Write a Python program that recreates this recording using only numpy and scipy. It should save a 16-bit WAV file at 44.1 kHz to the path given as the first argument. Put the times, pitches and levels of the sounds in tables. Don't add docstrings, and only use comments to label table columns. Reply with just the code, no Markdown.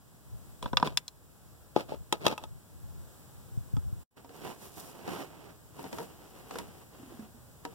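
import sys
import numpy as np
from scipy import signal
from scipy.fft import rfft, irfft, next_fast_len
from scipy.io import wavfile
from scipy.ndimage import uniform_filter1d

SR = 44100
rng = np.random.default_rng(int(sys.argv[2]) if len(sys.argv) > 2 else 0)


def wrap_up_sound(samples):
    columns = np.atleast_2d(samples).T
    tamed = np.clip(columns, -1, 1)
    steps = np.round(tamed * 32767).astype(np.int16)
    wavfile.write(sys.argv[1], SR, steps)


N = 341334
TIME = np.arange(N) / SR
# (low edge [Hz], high edge [Hz])
IMPACT_BANDS = [(100, 650), (650, 1800), (1800, 6000), (6000, 16000)]


def undb(db):
    return 10 ** (np.asarray(db) / 20)


def unit(x):
    return x / np.sqrt(np.mean(x ** 2))


def curve(table):
    times, db = np.transpose(table)
    return undb(np.interp(TIME, times, db))


def band(x, lo_hz, hi_hz, order=2):
    sos = signal.butter(order, [lo_hz, min(hi_hz, SR / 2 - 1)], "band", fs=SR, output="sos")
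    return signal.sosfilt(sos, x)


def add(out, s, sound):
    i = int(s * SR)
    out[:, i:i + sound.shape[-1]] += sound[..., :N - i]


def coloured(pair, colour):
    hz, *dbs = np.transpose(colour)
    size = next_fast_len(N)
    log_hz = np.log(np.arange(size // 2 + 1) * SR / size + 1)
    gains = [undb(np.interp(log_hz, np.log(hz), db)) for db in dbs]
    mid, side = (irfft(rfft(x, size) * gain, size)[:N] for x, gain in zip(pair, gains))
    return unit(np.array([mid + side, mid - side]))


def wander(rate_hz):
    step = int(SR / rate_hz)
    held = np.repeat(rng.standard_normal(N // step + 1), step)
    return unit(uniform_filter1d(held, step)[:N])


def gestures(rows, attack_s, release_s, level_column=2):
    power = np.zeros(N)
    for row in rows:
        early, late = np.maximum(row[0] - TIME, 0), np.maximum(TIME - row[0] - row[1], 0)
        fade = np.exp(-np.minimum(2 * (early / attack_s + late / release_s), 20))
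        power += undb(row[level_column]) ** 2 * fade
    return np.sqrt(power)


def slips(rate_hz, spread_db, smooth):
    releases = rng.random(N) < rate_hz / SR
    sizes = releases * undb(spread_db * np.minimum(rng.exponential(size=N), 4))
    return unit(unit(sizes * rng.standard_normal((2, N))) + smooth * rng.standard_normal((2, N)))


def contacts(hits, skirt_db, rebound_s, rebound_db, rebound_soft):
    centre_hz, out = np.sqrt(np.prod(IMPACT_BANDS, axis=1)), []
    for s, db, lo_hz, hi_hz in hits:
        for onset, level, top_hz in (s, db, hi_hz), (s + rebound_s, db + rebound_db, hi_hz * rebound_soft):
            rolloff = (1 + (lo_hz / centre_hz) ** 2) * (1 + (centre_hz / top_hz) ** 2)
            shape_db = -skirt_db / 2 * np.log2(rolloff)
            out.append((onset, *(level + shape_db - shape_db.max())))
    return out


def impacts(hits, modes, punch, crack_db, crack_t60, crack_hz, bay_db, bay_t60, lag_ms, scatter_rad):
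    out, t = np.zeros((2, N)), np.arange(SR // 9) / SR
    hz, db, t60 = np.transpose(modes)[:, :, None]
    t60 = np.minimum(t60, 130 / hz)
    age = np.maximum(t - np.array([0, lag_ms / 1000])[:, None, None], 0)
    decay = undb(db - 60 * age / t60) * (age > 0)
    contact = (1 - np.exp(-t / .0002)) * (1 + punch * np.exp(-(t / .003) ** 2))
    for s, *levels_db in hits:
        detune = 1 + .012 * rng.standard_normal(hz.shape)
        phase = scatter_rad * rng.standard_normal((2, len(hz), 1))
        spot_db = np.interp(max(levels_db), [-38, -26], [6, 1]) * rng.standard_normal(hz.shape)
        ring = (undb(spot_db) * decay * np.sin(2 * np.pi * hz * detune * age + phase)).sum(1)
        crack = undb(crack_db - 60 * t / crack_t60) * band(rng.standard_normal((2, len(t))), 100, crack_hz)
        diffuse = unit(band(rng.standard_normal((2, len(t))), 160, 1400, order=1))
        bay = undb(bay_db - 60 * t / bay_t60) * diffuse
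        for level, (lo_hz, hi_hz) in zip(levels_db, IMPACT_BANDS):
            part = band(contact * (ring + crack + bay), lo_hz, hi_hz, order=3)
            attack_rms = np.sqrt(np.mean(part[:, :SR // 90] ** 2))
            add(out, s, undb(level) * part / attack_rms)
    return out


def air():
    # (frequency [Hz], mid [dB], side [dB])
    spectrum = [(25, -21, -9), (58.6, -1, -15), (126, 0.5, -11), (259, -11, -16.5), (496, -17.5, -22),
                (1000, -23.5, -25), (1630, -27, -26), (2130, -34, -32.5), (4000, -33, -32.5),
                (6100, -32, -33), (7800, -31, -31.5), (10600, -30.5, -30.5), (14900, -33.5, -36)]
    # (time [s], level [dB])
    drift = [(0, -55.5), (.5, -51), (1.1, -56), (1.5, -53), (2.6, -53.5), (3.1, -50), (4, -52),
             (5.65, -49.5), (7.74, -49)]
    sheen = undb(-19.5) * unit(band(rng.standard_normal((2, N)), 7350, 7900))
    top = undb(-17) * unit(band(rng.standard_normal((2, N)), 14500, 15400, order=1))
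    return curve(drift) * (coloured(rng.standard_normal((2, N)), spectrum) + sheen + top)


def garage(x):
    t = np.arange(SR // 2) / SR
    tail = band(rng.standard_normal((2, len(t))), 120, 1500) * undb(-60 * t / .4) * (t > .012)
    tail /= np.sqrt(np.sum(tail ** 2) / 2)
    return undb(-35.5) * signal.fftconvolve(x, tail, axes=1)[:, :N]


def handling():
    # (start [s], duration [s], relative level [dB])
    shifts = [(.26, .3, -53), (.62, .3, -42.5), (1.85, .55, -58), (2.46, 0.074, -45), (2.78, 0.26, -44),
              (3.36, 0.048, -51), (3.53, 0.45, -45.5)]
    # (time [s], relative level [dB], frequency [Hz])
    bumps = [(3.574, -17.5, 116), (3.608, -30, 84), (3.737, -16.5, 116), (3.767, -17.5, 135),
             (3.769, -27.5, 260), (3.783, -17, 84.4), (3.927, -21, 105)]
    out, t = np.zeros((2, N)), np.arange(SR // 5) / SR
    grip = undb(-65) + gestures(shifts, attack_s=.025, release_s=.027)
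    flutter = undb(4.8 * wander(25))
    out += undb(-1) * grip * flutter * unit(band(rng.standard_normal(N), 45, 135, order=3))
    for s, db, hz in bumps:
        add(out, s, undb(db - 60 * t / .066) * np.sin(2 * np.pi * hz * t) * (1 - np.exp(-t / .0014)))
    return out * np.array([[1.15], [-.65]])


def glugs():
    # (time [s], relative level [dB], settled pitch [Hz], t60 [s])
    pockets = [(6.997, -42, 251, 0.08), (7.031, -37, 266, 0.077), (7.074, -43, 245, 0.13),
               (7.12, -42, 325, 0.11), (7.139, -41, 230, 0.11), (7.193, -31, 223, 0.092),
               (7.225, -41, 215.5, 0.19), (7.344, -45, 234, 0.13), (7.377, -49, 122, 0.13)]
    out, t = np.zeros((2, N)), np.arange(SR // 3) / SR
    for s, db, hz, t60 in pockets:
        pitch = hz * (1 + .21 * np.exp(-t / .002))
        splash = undb(-14.5) * unit(band(rng.standard_normal((2, len(t))), 300, 890, order=1))
        pocket = np.sin(2 * np.pi * np.cumsum(pitch) / SR) * undb([[4], [7]])
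        add(out, s, (pocket + splash) * undb(db - 60 * t / t60) * (1 - np.exp(-t / .0013)))
    return out


def bottle_rubs():
    # (start [s], duration [s], relative rub level [dB], relative hiss level [dB])
    strokes = [(4.18, 0.015, -49.5, -73), (4.355, 0.029, -46.5, -58), (4.45, 0.053, -37, -52.5),
               (4.63, .03, -45, -50.5), (4.78, 0.03, -45, -48), (4.85, 0.043, -49.5, -52.5),
               (4.95, 0.095, -47, -61.5), (5.095, .13, -35, -53.5), (5.32, .19, -48, -82),
               (5.80, 0.079, -42, -56.5), (5.945, 0.09, -41, -53), (6.1, 0.73, -51, -65.5),
               (6.375, 0.034, -52, -63), (6.53, 0.075, -40.5, -56), (6.95, 0.28, -50.5, -65.5),
               (7.675, .06, -52, -77)]
    # (frequency [Hz], mid [dB], side [dB])
    spectrum = [(50, -18, -17.5), (152, 5.5, -9.5), (331, -2, -5.5), (545, -5, -11), (824, -7, -7.5),
                (1320, -11.5, -13), (2040, -17, -14.5), (3260, -23, -29), (3960, -24, -22),
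                (5400, -23.5, -25.5), (7580, -31.5, -28), (15000, -36, -35.5)]
    # (frequency [Hz], bandwidth [Hz], gain [dB])
    resonances = [(382, 166, -0.5), (730, 70, -2.5), (1000, 90, -16), (2920, 640, 2)]
    # (time [s], left minus right [dB])
    pan = [(5.5, -6), (5.8, 0)]
    attack_s, release_s = .041, .039
    friction = coloured(slips(rate_hz=1500, spread_db=-.5, smooth=1), spectrum) * undb(1.33 * wander(70))
    resonant = sum(undb(db) * band(friction, hz - width / 2, hz + width / 2, order=1)
                   for hz, width, db in resonances)
    balance = curve(pan) ** np.array([[.5], [-.5]])
    rubbing = gestures(strokes, attack_s, release_s) * unit(friction + resonant) * balance
    fine_slips = unit(band(slips(rate_hz=5800, spread_db=6, smooth=1), 4000, 16000, order=1))
    hiss = gestures(strokes, attack_s, release_s, level_column=3) * fine_slips
    return undb(-.5) * rubbing + undb(3.5) * hiss


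def bottle_creaks():
    # (time [s], relative level [dB], low corner [Hz], high corner [Hz])
    steps = [(4.245, -47, 110, 860), (4.292, -47.5, 100, 1210), (5.077, -31.5, 100.7, 714),
             (5.792, -36.5, 100.4, 280), (5.84, -35.5, 100, 563), (5.928, -34.5, 100, 1490),
             (5.984, -34.5, 560, 700), (6.002, -31.5, 100, 130), (6.509, -39.5, 100, 2390),
             (6.556, -35.5, 430, 470), (6.5855, -37, 221, 14100), (7.6503, -34, 100, 2000)]
    # (frequency [Hz], level [dB], t60 before the loss limit [s])
    modes = [(190, -12.5, 0.35), (279, -2.5, 0.16), (465.3, -8, 0.22), (560, -10, 0.043), (765, -2, 0.05),
             (941, 4.5, 0.089), (1307, -16, 0.097), (2760, -23, 0.019), (3100, -28, 0.0062),
             (5240, -5.5, 0.0055), (7700, -7, 0.022)]
    hits = contacts(steps, skirt_db=6, rebound_s=.012, rebound_db=-5, rebound_soft=.083)
    return undb(-1) * impacts(hits, modes, punch=.29, crack_db=6, crack_t60=.03, crack_hz=11700,
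                              bay_db=5.5, bay_t60=.048, lag_ms=.052, scatter_rad=.95)


def scrapes():
    # (start [s], duration [s], relative level [dB])
    slides = [(.632, .045, -43), (.805, .03, -44.5), (.85, 0.02, -31.5), (.89, 0.042, -49),
              (1.77, 0.041, -35.5), (1.892, 0.049, -43.5), (2.132, 0.015, -37), (2.215, 0.031, -41.5),
              (2.253, 0.027, -29), (2.30, 0.023, -32), (2.385, 0.065, -50.5)]
    # (frequency [Hz], mid [dB], side [dB])
    spectrum = [(49.1, -15.5, -12.5), (150, 0.5, -6), (350, 0, -6), (592, -2, -6.5), (900, -11.5, -4),
                (1290, -13, -9.5), (2000, -25, -19.5), (2660, -18.5, -14), (3400, -18.5, -20.5),
                (4500, -21, -19.5), (7000, -29.5, -32), (15070, -34, -33.5)]
    chatter = coloured(slips(rate_hz=1600, spread_db=1.8, smooth=.6), spectrum)
    return undb(-1) * gestures(slides, attack_s=.0073, release_s=.015) * chatter


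def funnel():
    # (time [s], level [dB], low corner [Hz], high corner [Hz])
    strikes = [(1.7622, -17.5, 290, 410), (1.9205, -31.5, 110.3, 180), (1.941, -37, 110, 260),
               (2.1251, -25, 100, 7000), (2.2542, -36.5, 100, 3670), (2.2651, -20, 99, 4150),
               (2.2803, -33, 600, 4960), (2.3245, -36, 310, 1000), (2.3782, -39.5, 600, 4370),
               (2.4378, -41, 297, 3730), (3.767, -47, 100, 2400)]
    # (frequency [Hz], level [dB], t60 before the loss limit [s])
    modes = [(197, -15.5, 0.033), (349, 0, 0.049), (449, 9, 0.013), (575, -3, 0.022), (862, 6.5, 0.048),
             (965, 0.5, .045), (1250, -5, 0.074), (1510, -33.5, 0.022), (2640, -7, 0.033),
             (3350, -3.5, 0.029), (3816, -3.5, 0.044), (5000, -19, .02), (6180, -8.5, 0.017)]
    hits = contacts(strikes, skirt_db=10, rebound_s=.014, rebound_db=-13.5, rebound_soft=.22)
    knocks = impacts(hits, modes, punch=.41, crack_db=.5, crack_t60=.031, crack_hz=10600,
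                     bay_db=-12.5, bay_t60=.056, lag_ms=.098, scatter_rad=1)
    shade = np.array([[.3], [-.5]])
    return knocks + shade * band(knocks, 100, 1500, order=1)


def cap():
    # (time [s], level [dB], low corner [Hz], high corner [Hz])
    strikes = [(.6263, -40, 140, 8900), (.6586, -34.5, 121, 2220), (.7313, -28.5, 100, 1430),
               (.7703, -19.5, 1640, 2400), (.7985, -39.5, 300, 3000), (.8268, -20.5, 545, 716),
               (.873, -35.5, 100, 6800), (.9727, -22, 4600, 4930), (1.0799, -37, 6050, 7450)]
    # (frequency [Hz], level [dB], t60 before the loss limit [s])
    modes = [(240, -1.5, 0.035), (520, -13.5, 0.078), (982, 1, 0.034), (1200, -8, 0.028),
             (1503, -12.5, 0.026), (2470, -9.5, 0.025), (2735, -11, .03), (3375, -6, 0.022),
             (3495, 0.5, 0.023), (4020, -5.5, .035), (4750, -9, .028), (5290, -5, 0.02),
             (6030, -15.5, 0.02), (7380, -18.5, 0.015), (8360, -22, .02), (11200, -19.5, .015)]
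    hits = contacts(strikes, skirt_db=14, rebound_s=.006, rebound_db=-22.5, rebound_soft=.45)
    out = impacts(hits, modes, punch=.62, crack_db=-7, crack_t60=.022, crack_hz=8000,
                  bay_db=-11.5, bay_t60=.056, lag_ms=.043, scatter_rad=.56)
    boom_s, boom_db, boom_hz, boom_t60 = .83, -31, 152, .36
    t = np.arange(SR // 2) / SR
    add(out, boom_s, undb(boom_db - 60 * t / boom_t60) * np.sin(2 * np.pi * boom_hz * t))
    return out


def scene():
    near = cap() + funnel() + scrapes() + bottle_creaks() + bottle_rubs() + glugs()
    return near + garage(near) + handling() + air()


def widen(x, share, lag_ms, corner_hz):
    size = next_fast_len(N)
    hz = np.arange(size // 2 + 1) * SR / size
    cross = share * np.exp(-2j * np.pi * hz * lag_ms / 1000) / (1 + (hz / corner_hz) ** 4)
    return x - irfft(rfft(x[::-1], size) * cross, size)[:, :N]


def record(dry):
    # (time [s], gain [dB])
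    mute = [(4.031, -1.5), (4.04, -20), (4.065, -48), (4.104, -52), (4.111, -22), (4.158, -21.5),
            (4.17, -4.5)]
    wide = widen(dry, share=.51, lag_ms=.463, corner_hz=5700) * curve(mute)
    low_pass = signal.ellip(10, .2, 70, 15950, fs=SR, output="sos")
    return signal.sosfilt(low_pass, wide)


dry = scene()
out = record(dry)
wrap_up_sound(out)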